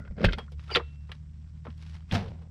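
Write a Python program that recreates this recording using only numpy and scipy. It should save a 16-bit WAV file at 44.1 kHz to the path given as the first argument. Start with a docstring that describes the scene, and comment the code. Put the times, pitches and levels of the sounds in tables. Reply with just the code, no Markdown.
"""A camper's back door is unlatched and pulled open at arm's length, outdoors, over a small engine's hum.
The latch lets go with a thud; blows are chatters of contacts that ring the damped modes of latch and door.
The door squeaks by stick-slip and snaps free with a ringing spring, both made of decaying or gliding sines.
Shaped noise makes the handle's scraping, the rubbing of seal and hinge, and the final rattling bump.
The engine is a sum of sines at multiples of its firing rate, over filtered-noise rumble and open-air hiss."""
import sys
import numpy as np
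from scipy import signal
from scipy.fft import rfft, irfft
from scipy.io import wavfile
from scipy.ndimage import uniform_filter1d

SR = 44100
rng = np.random.default_rng(int(sys.argv[2]) if len(sys.argv) > 2 else 0)


def generate_wav(signal):
    """Clip the signal to [-1, 1] and save it as 16-bit WAV at the path in sys.argv[1]."""
    frames = np.transpose(np.atleast_2d(signal))
    scaled = np.clip(frames, -1, 1) * 32767
    pcm = np.round(scaled).astype(np.int16)
    wavfile.write(sys.argv[1], SR, pcm)


N = 110250  # samples, 2.5 s

# Clicks and clunks of handle and latch; levels are relative, before the struck part colours them.
# Columns: start_s, level_450hz_db, level_1400hz_db, level_3300hz_db, level_9khz_db, t60_s
LATCH_BLOWS = [(.05,-69,-44,-56.5,-83,0.075), (.0755,-49,-36.5,-58.5,-79.5,0.04),
               (.182,-30,-42.5,-48.5,-72,0.13), (.206,-25,-46.5,-41.5,-64.5,0.074),
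               (.231,-22.5,-48,-37.5,-64.5,0.19), (.2412,-5.5,-34,-19.5,-48.5,0.038),
               (.2455,-6.5,-10,-12,-32,0.025), (.2522,-19.5,-18,-15,-38.5,0.041),
               (.263,-21,-31,-26,-49.5,0.06), (.288,-31,-31.5,-29.5,-83,0.065),
               (.3235,-40,-43,-28.5,-55,0.064), (.3315,-24.5,-27,-18,-47.5,0.043)]
# Knocks of door and frame. Columns: as for the latch blows
DOOR_BLOWS = [(.3835,-28.5,-30.5,-37.5,-51,0.093), (.479,-74,-33.5,-77,-86,0.02),
              (.519,-41,-58.5,-49.5,-58,0.083), (.594,-50,-44,-42.5,-68,0.027),
              (.639,-66,-54.5,-53,-62,0.048), (.6788,-52,-47,-46,-70,0.057), (.701,-39,-37,-41.5,-71,0.11),
              (.714,-23.5,-35,-56,-53,0.055), (.7492,-39,-19.5,-7.5,-47.5,0.068),
              (.7575,-17,-9.5,-8,-33.5,0.034), (.7625,-12.5,-24.5,-16,-39.5,0.04),
              (.7685,-10,-23,-18,-52,0.057), (.796,-27,-29,-49,-74,0.077), (1.093,-44,-47.5,-53.5,-80,0.13),
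              (1.117,-44.5,-35,-31,-52.5,0.046), (1.652,-45,-37,-51.5,-77.5,0.034),
              (1.656,-36.5,-43,-57,-74,0.053), (1.6665,-33.5,-35,-52,-74,0.082),
              (1.7035,-65,-47,-41,-75,0.015), (1.778,-72,-68,-50.5,-56,.015),
              (2.1115,-54.5,-45.5,-19.5,-73.5,0.046), (2.281,-57,-53,-43,-66,.05),
              (2.418,-52.5,-58.5,-60.5,-73.5,0.14)]
# Frequencies at which the blow levels are given. Column: frequency_hz
BLOW_BAND_HZ = [450, 1400, 3300, 9000]
# Colour shared by all blows. Columns: frequency_hz, gain_db
BLOW_COLOUR = [(30,-21), (150,-10), (400,4.5), (600,5), (900,4.5), (1400,4.5), (3000,3), (5000,2.5),
               (6500,-6.5), (9000,-4), (12000,-11), (15500,-19.5)]
# Resonances of the latch case. Columns: mode_hz, t60_s, relative_level_db
LATCH_MODES = [(441,0.025,0), (553.6,0.038,-4), (1410,0.0315,8), (1555,.07,-3.5), (1810,0.057,-17),
               (2108,0.042,6), (2540,0.051,-3.5), (3027,0.051,-4), (3610,0.048,-8.5), (4300,0.033,-4),
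               (4670,0.033,-3)]
# Hollow middle of the latch case. Columns: frequency_hz, gain_db
LATCH_COLOUR = [(540,0), (760,-6), (1050,-7), (1400,-1)]
# Metal latch parts left ringing. Columns: start_s, pitch_hz, level_db, t60_s, damped_at_s
LATCH_RINGS = [(.3845,3268,-42,0.16,0.448), (.384,9000,-58.5,.04,.44), (0.74,2702,-51.5,0.753,1.1),
               (0.83,2700,-63.5,0.64,0.82), (.76,3607,-64,.45,0.79)]
# Resonances of the door. Columns: mode_hz, t60_s, relative_level_db
DOOR_MODES = [(380,0.093,-3), (464.5,0.063,5), (657,0.045,-15), (1057,0.07,0.5), (1180,.04,2),
              (1352,0.035,2), (1890,0.043,-3.5), (2236,.05,3.5), (2590,0.036,-3.5), (3310,0.024,3.5),
              (3860,0.027,-11)]
# Thuds of the wall and door panel. Columns: start_s, pitch_hz, level_db, t60_s
THUDS = [(.096,38,-31.5,0.19), (.121,173,-27,0.039), (.207,195.3,-22,0.07), (.2415,196.5,-15,0.076),
         (.2435,98.3,-12,0.12), (.2612,42,-14,0.25), (.263,165,-19.5,0.15), (.761,175.3,-31,0.11),
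         (1.682,220,-31.5,0.0615), (2.122,97.9,-20.5,0.42), (2.124,198.5,-27.5,0.22),
         (2.125,34.8,-32.5,0.4), (2.27,108,-30,0.16)]
# Spectrum of the last bump's rattle. Columns: frequency_hz, relative_level_db
RATTLE_COLOUR = [(90,-15), (150,-6), (210,3), (290,-19.5), (420,-14), (600,-25), (800,-15), (1100,-23),
                 (1770,-21.5), (3750,-25), (5600,-30.5), (6800,-41), (15000,-59.5)]
# Spectrum of the panel shuddering after the bump. Columns: frequency_hz, relative_level_db
PANEL_COLOUR = [(110,-4), (200,14.5), (300,-3), (700,-4), (1300,-16), (3500,-29.5), (7000,-47)]
# Stick-slip squeaks and creaks; levels before roughness. Columns: start_s, length_s, first_hz, last_hz, level_db
SQUEAKS = [(0,0.048,1434,1435,-56), (0.242,0.0046,1560,1503,-22), (.285,0.0096,1560,1600,-28),
           (0.693,0.025,1372,1290,-38), (0.709,0.023,2950,2900,-37.5), (.71,0.035,2522,2156,-44.5),
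           (0.711,0.029,4660,4730,-41), (0.736,.012,4635,4850,-30.5), (0.794,0.016,1283,1160,-38),
           (2.132,0.054,773,647,-34.5), (2.192,0.048,690,759,-44), (2.213,0.078,511,402.4,-50)]
# Scraping in the door skin as the hand works the handle. Columns: time_s, level_db
HANDLE_LEVEL = [(0,-44.5), (.085,-51), (.15,-57), (.215,-30), (.27,-33), (.33,-42), (.43,-59)]
# Dull spectrum of that scraping. Columns: frequency_hz, relative_level_db
HANDLE_COLOUR = [(80,-13.5), (200,16), (300,-2.5), (560,0), (850,-14), (1250,-14.5), (1450,-9.5),
                 (1700,-19), (2000,-10.5), (2500,-24), (4000,-29.5), (5100,-26.5), (6500,-44.5),
                 (15000,-67)]
# Rubbing of seal and hinge, before rustle and final fade. Columns: time_s, level_db
RUB_LEVEL = [(.16,-92), (.3,-58), (.56,-74.5), (.61,-59), (.67,-63.5), (.71,-52), (.75,-40), (.83,-70),
             (1.07,-71), (1.15,-61), (1.22,-73), (1.54,-73), (1.58,-65.5), (1.62,-74.5), (1.7,-62.5),
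             (1.76,-72), (1.825,-58), (1.88,-61), (1.95,-55.5), (2.0,-63.5), (2.07,-71), (2.11,-50)]
# Spectrum of the rubbing. Columns: frequency_hz, relative_level_db
RUB_COLOUR = [(100,11.5), (450,-1), (1500,1.5), (3000,-1.5), (5400,-6.5), (6800,-16), (10000,-23),
              (16000,-46)]
# Firing rate of the engine. Columns: time_s, firing_hz
ENGINE_SPEED = [(0,70.38), (.55,73.54), (.95,72.9), (1.15,75.44), (2.5,80.68)]
# Partials of the hum; levels before waver and shading. Columns: firing_multiple, rms_level_db
ENGINE_ORDERS = [(1,-42), (1.5,-55), (2,-50.5), (3,-70.5)]
# Gain of hum and rumble as the microphone moves. Columns: time_s, gain_db
ENGINE_SHADE = [(2.35,-1.5), (2.5,-6)]
# Spectrum of the low rumble. Columns: frequency_hz, relative_level_db
RUMBLE_COLOUR = [(20,-12.5), (45,-0.5), (100,-2), (180,-5), (250,-20.5), (400,-36), (1000,-75.5)]
# Spectrum of the open-air hiss. 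Columns: frequency_hz, relative_level_db
OUTDOORS_COLOUR = [(180,-13), (300,1), (380,-7), (550,-10.5), (1900,-20.5), (4100,-25), (5600,-14.5),
                   (6600,-21.5), (7800,-16.5), (10000,-38.5), (15000,-70)]

CONTACT_S = 0.00025  # rise time constant of a hard contact
TREBLE_HZ, TREBLE_T60_S = 4500, 0.11  # the contacts soften as a blow dies
AIR_T60_S, AIR_DB = 0.4, -30.5  # scatter from the camper wall and the ground
LATCH_MODES_DB, LATCH_CRACK_DB = -40, -0.5
DOOR_MODES_DB, DOOR_CRACK_DB = -46, 0
DAMPED_T60_S = 0.04  # decay of a ringing part once touched
THUD_RISE_S = 0.002
BUMP_S, BUMP_RISE_S, BUMP_HOLD_S = 2.112, 0.019, 0.02
RATTLE_DB, RATTLE_T60_S = -27.5, 0.28
PANEL_DB, PANEL_T60_S = -32, 0.63
BUMP_TREBLE_HZ, BUMP_TREBLE_T60_S = 6000, 0.6
SQUEAK_WOBBLE, SQUEAK_ROUGH_DB = 0.022, 4  # pitch spread as a fraction; largest level swing
SQUEAK_RASP_DB, SQUEAK_RASP_WIDTH = -11, 0.25  # width as a fraction of the first pitch
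HANDLE_GRAIN, RUB_GRAIN, BUMP_GRAIN = 0.7, 0.36, 0.4  # unevenness of the contacts
RUSTLE_DB, RUSTLE_HZ = 3.5, 30
ENGINE_WAVER_DB = 2
RUMBLE_DB, OUTDOORS_DB = -49, -75.5
TOP_HZ = 15700


def undb(db):
    """Amplitude ratio: 20 dB is a factor of ten."""
    return 10 ** (np.asarray(db) / 20)


def unit(x):
    """Normalization to a root-mean-square value of 1."""
    return x / np.sqrt(np.mean(x ** 2))


def since(start):
    """Elapsed time in seconds, zero before the start."""
    return np.maximum(np.arange(N) / SR - start, 0)


def curve(rows):
    """Linear interpolation through (time_s, value) rows."""
    return np.interp(since(0), *np.array(rows).T)


def fade(t, t60):
    """Exponential decay, falling 60 dB in each t60."""
    return np.exp(-np.log(1000) * t / t60)


def walk(hz):
    """Smoothed random fluctuation of rms 1, drawn anew about hz times a second."""
    hold = max(int(SR / hz), 1)
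    steps = np.repeat(rng.standard_normal(N // hold + 1), hold)
    return unit(uniform_filter1d(steps, hold)[:N])


def lowpass(x, order, hz):
    """Butterworth low-pass filtering: the part of the sound below a cutoff."""
    return signal.sosfilt(signal.butter(order, hz, fs=SR, output="sos"), x)


def colour(x, points, size=4096):
    """Minimum-phase filtering: a causal response through (frequency_hz, gain_db) points."""
    hz, db = np.array(points).T
    bins_hz = np.arange(size // 2 + 1) * SR / size
    gain = undb(np.interp(np.log(bins_hz + 1), np.log(hz), db))
    # folding the cepstrum onto positive time makes the response causal
    cepstrum = irfft(np.log(gain))
    cepstrum[1:size // 2] *= 2
    cepstrum[size // 2 + 1:] = 0
    response = irfft(np.exp(rfft(cepstrum)))
    return signal.fftconvolve(x, response)[:len(x)]


def contact_chatter(t, t60):
    """Multiple contact: random pushes either way die out, their treble dying faster."""
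    chatter = rng.choice([-1., 1.], len(t)) * fade(t, t60) * (1 - np.exp(-t / CONTACT_S))
    soft = lowpass(chatter, 1, TREBLE_HZ)
    return soft + (chatter - soft) * fade(t, TREBLE_T60_S)


def ring(push, modes):
    """Modal resonance: a push convolved with a sum of damped cosines."""
    t = since(0)[:SR // 4]
    response = sum(undb(db) * fade(t, t60) * np.cos(2 * np.pi * hz * t) for hz, t60, db in modes)
    return signal.fftconvolve(push, response)[:N]


def scatter(struck):
    """Diffuse reflection: the sound convolved with decaying noise of unit energy."""
    air = rng.standard_normal(N) * fade(since(0), AIR_T60_S)
    return undb(AIR_DB) * signal.fftconvolve(struck, air / np.linalg.norm(air))[:N]


def blows(rows, modes, modes_db, crack_db):
    """Impact excitation: each chatter is heard as a crack and also rings the struck part."""
    push = np.zeros(2 * N)
    t = since(0)[:SR // 5]
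    for start, *band_levels, t60 in rows:
        i = int(start * SR)
        push[i:i + len(t)] += colour(contact_chatter(t, t60), list(zip(BLOW_BAND_HZ, band_levels)))
    push = colour(push[:N], BLOW_COLOUR)
    struck = undb(crack_db) * push + undb(modes_db) * ring(push, modes)
    return struck + scatter(struck)


def tones(rows, rise):
    """Free damped oscillation: each struck part swings at one pitch and dies away."""
    out = 0
    for start, hz, db, t60 in rows:
        t = since(start)
        envelope = fade(t, t60) * (1 - np.exp(-t / rise))
        out = out + undb(db) * np.sin(2 * np.pi * hz * t) * envelope
    return out


def latch_rings():
    """Added damping: metal parts sing until touched, then decay quickly."""
    out = 0
    for *tone, damped_at in LATCH_RINGS:
        out = out + tones([tone], CONTACT_S) * fade(since(damped_at), DAMPED_T60_S)
    return out


def latch():
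    """Impact and resonance: latch blows and ringing metal, the blows hollowed by the case."""
    struck = blows(LATCH_BLOWS, LATCH_MODES, LATCH_MODES_DB, LATCH_CRACK_DB)
    return colour(struck, LATCH_COLOUR) + latch_rings()


def door():
    """Impact and resonance: knocks, low panel thuds and the closing bump."""
    knocks = blows(DOOR_BLOWS, DOOR_MODES, DOOR_MODES_DB, DOOR_CRACK_DB)
    return knocks + tones(THUDS, THUD_RISE_S) + bump()


def grit(grain):
    """Asperity contact: dense noise whose strength fluctuates log-normally."""
    return rng.standard_normal(N) * np.exp(grain * walk(350))


def bump():
    """Unequal damping: a bright rattle swells, dulls and dies while the panel shudders longer."""
    swell = np.minimum(since(BUMP_S) / BUMP_RISE_S, 1)
    after = since(BUMP_S + BUMP_RISE_S + BUMP_HOLD_S)
    rattle = undb(RATTLE_DB) * unit(colour(grit(BUMP_GRAIN), RATTLE_COLOUR)) * fade(after, RATTLE_T60_S)
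    panel = undb(PANEL_DB) * unit(colour(grit(BUMP_GRAIN), PANEL_COLOUR)) * fade(after, PANEL_T60_S)
    both = swell * (rattle + panel)
    dull = lowpass(both, 2, BUMP_TREBLE_HZ)
    return dull + (both - dull) * fade(after, BUMP_TREBLE_T60_S)


def squeaks():
    """Stick-slip friction: short tones glide and waver, with a noisy rasp around the pitch."""
    out = 0
    for start, length, first_hz, last_hz, db in SQUEAKS:
        along = np.clip(since(start) / length, 0, 1)
        hz = first_hz + (last_hz - first_hz) * along
        phase = 2 * np.pi * np.cumsum(hz * (1 + SQUEAK_WOBBLE * walk(600))) / SR
        swell = np.tanh(2 * np.sin(np.pi * along))
        rasp = undb(SQUEAK_RASP_DB) * walk(first_hz * SQUEAK_RASP_WIDTH) * np.cos(phase)
        level = undb(db + SQUEAK_ROUGH_DB * np.tanh(walk(500)))
        out = out + level * swell * (np.sin(phase) + rasp)
    return out


def handle():
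    """Sliding friction: gritty scraping while the handle is gripped and pulled."""
    scrape = unit(colour(grit(HANDLE_GRAIN), HANDLE_COLOUR))
    last_s = HANDLE_LEVEL[-1][0]
    return scrape * undb(curve(HANDLE_LEVEL)) * fade(since(last_s), 0.5)


def rubbing():
    """Sliding friction: grainy rustles, dull and bright by turns, fade from the last bump on."""
    slide = unit(colour(grit(RUB_GRAIN), RUB_COLOUR))
    dull = lowpass(slide, 1, 2000)
    rustle = 0
    for part in (dull, slide - dull):
        rustle = rustle + part * undb(RUSTLE_DB * np.tanh(walk(RUSTLE_HZ)))
    return rustle * undb(curve(RUB_LEVEL)) * fade(since(BUMP_S), 0.75)


def engine():
    """Periodic combustion: wavering sines at multiples of a firing rate that rises overall."""
    phase = 2 * np.pi * np.cumsum(curve(ENGINE_SPEED)) / SR
    hum = 0
    for multiple, db in ENGINE_ORDERS:
        level = undb(db + ENGINE_WAVER_DB * walk(23)) * np.sqrt(2)  # rms to peak
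        hum = hum + level * np.sin(multiple * phase + rng.uniform(0, 2 * np.pi))
    return hum


def background():
    """Superposition: engine hum and low rumble are shaded together over a steady open-air hiss."""
    rumble = undb(RUMBLE_DB) * unit(colour(rng.standard_normal(N), RUMBLE_COLOUR))
    hiss = undb(OUTDOORS_DB) * unit(colour(rng.standard_normal(N), OUTDOORS_COLOUR))
    return undb(curve(ENGINE_SHADE)) * (engine() + rumble) + hiss


def scene():
    """Superposition: door and surroundings add at one microphone."""
    return (latch() + door() + squeaks() + handle() + rubbing() + background())[None]


def record(dry):
    """Band limitation: a steep elliptic low-pass in the recorder cuts the top."""
    return signal.sosfilt(signal.ellip(8, .2, 70, TOP_HZ, fs=SR, output="sos"), dry)


dry = scene()
out = record(dry)
generate_wav(out)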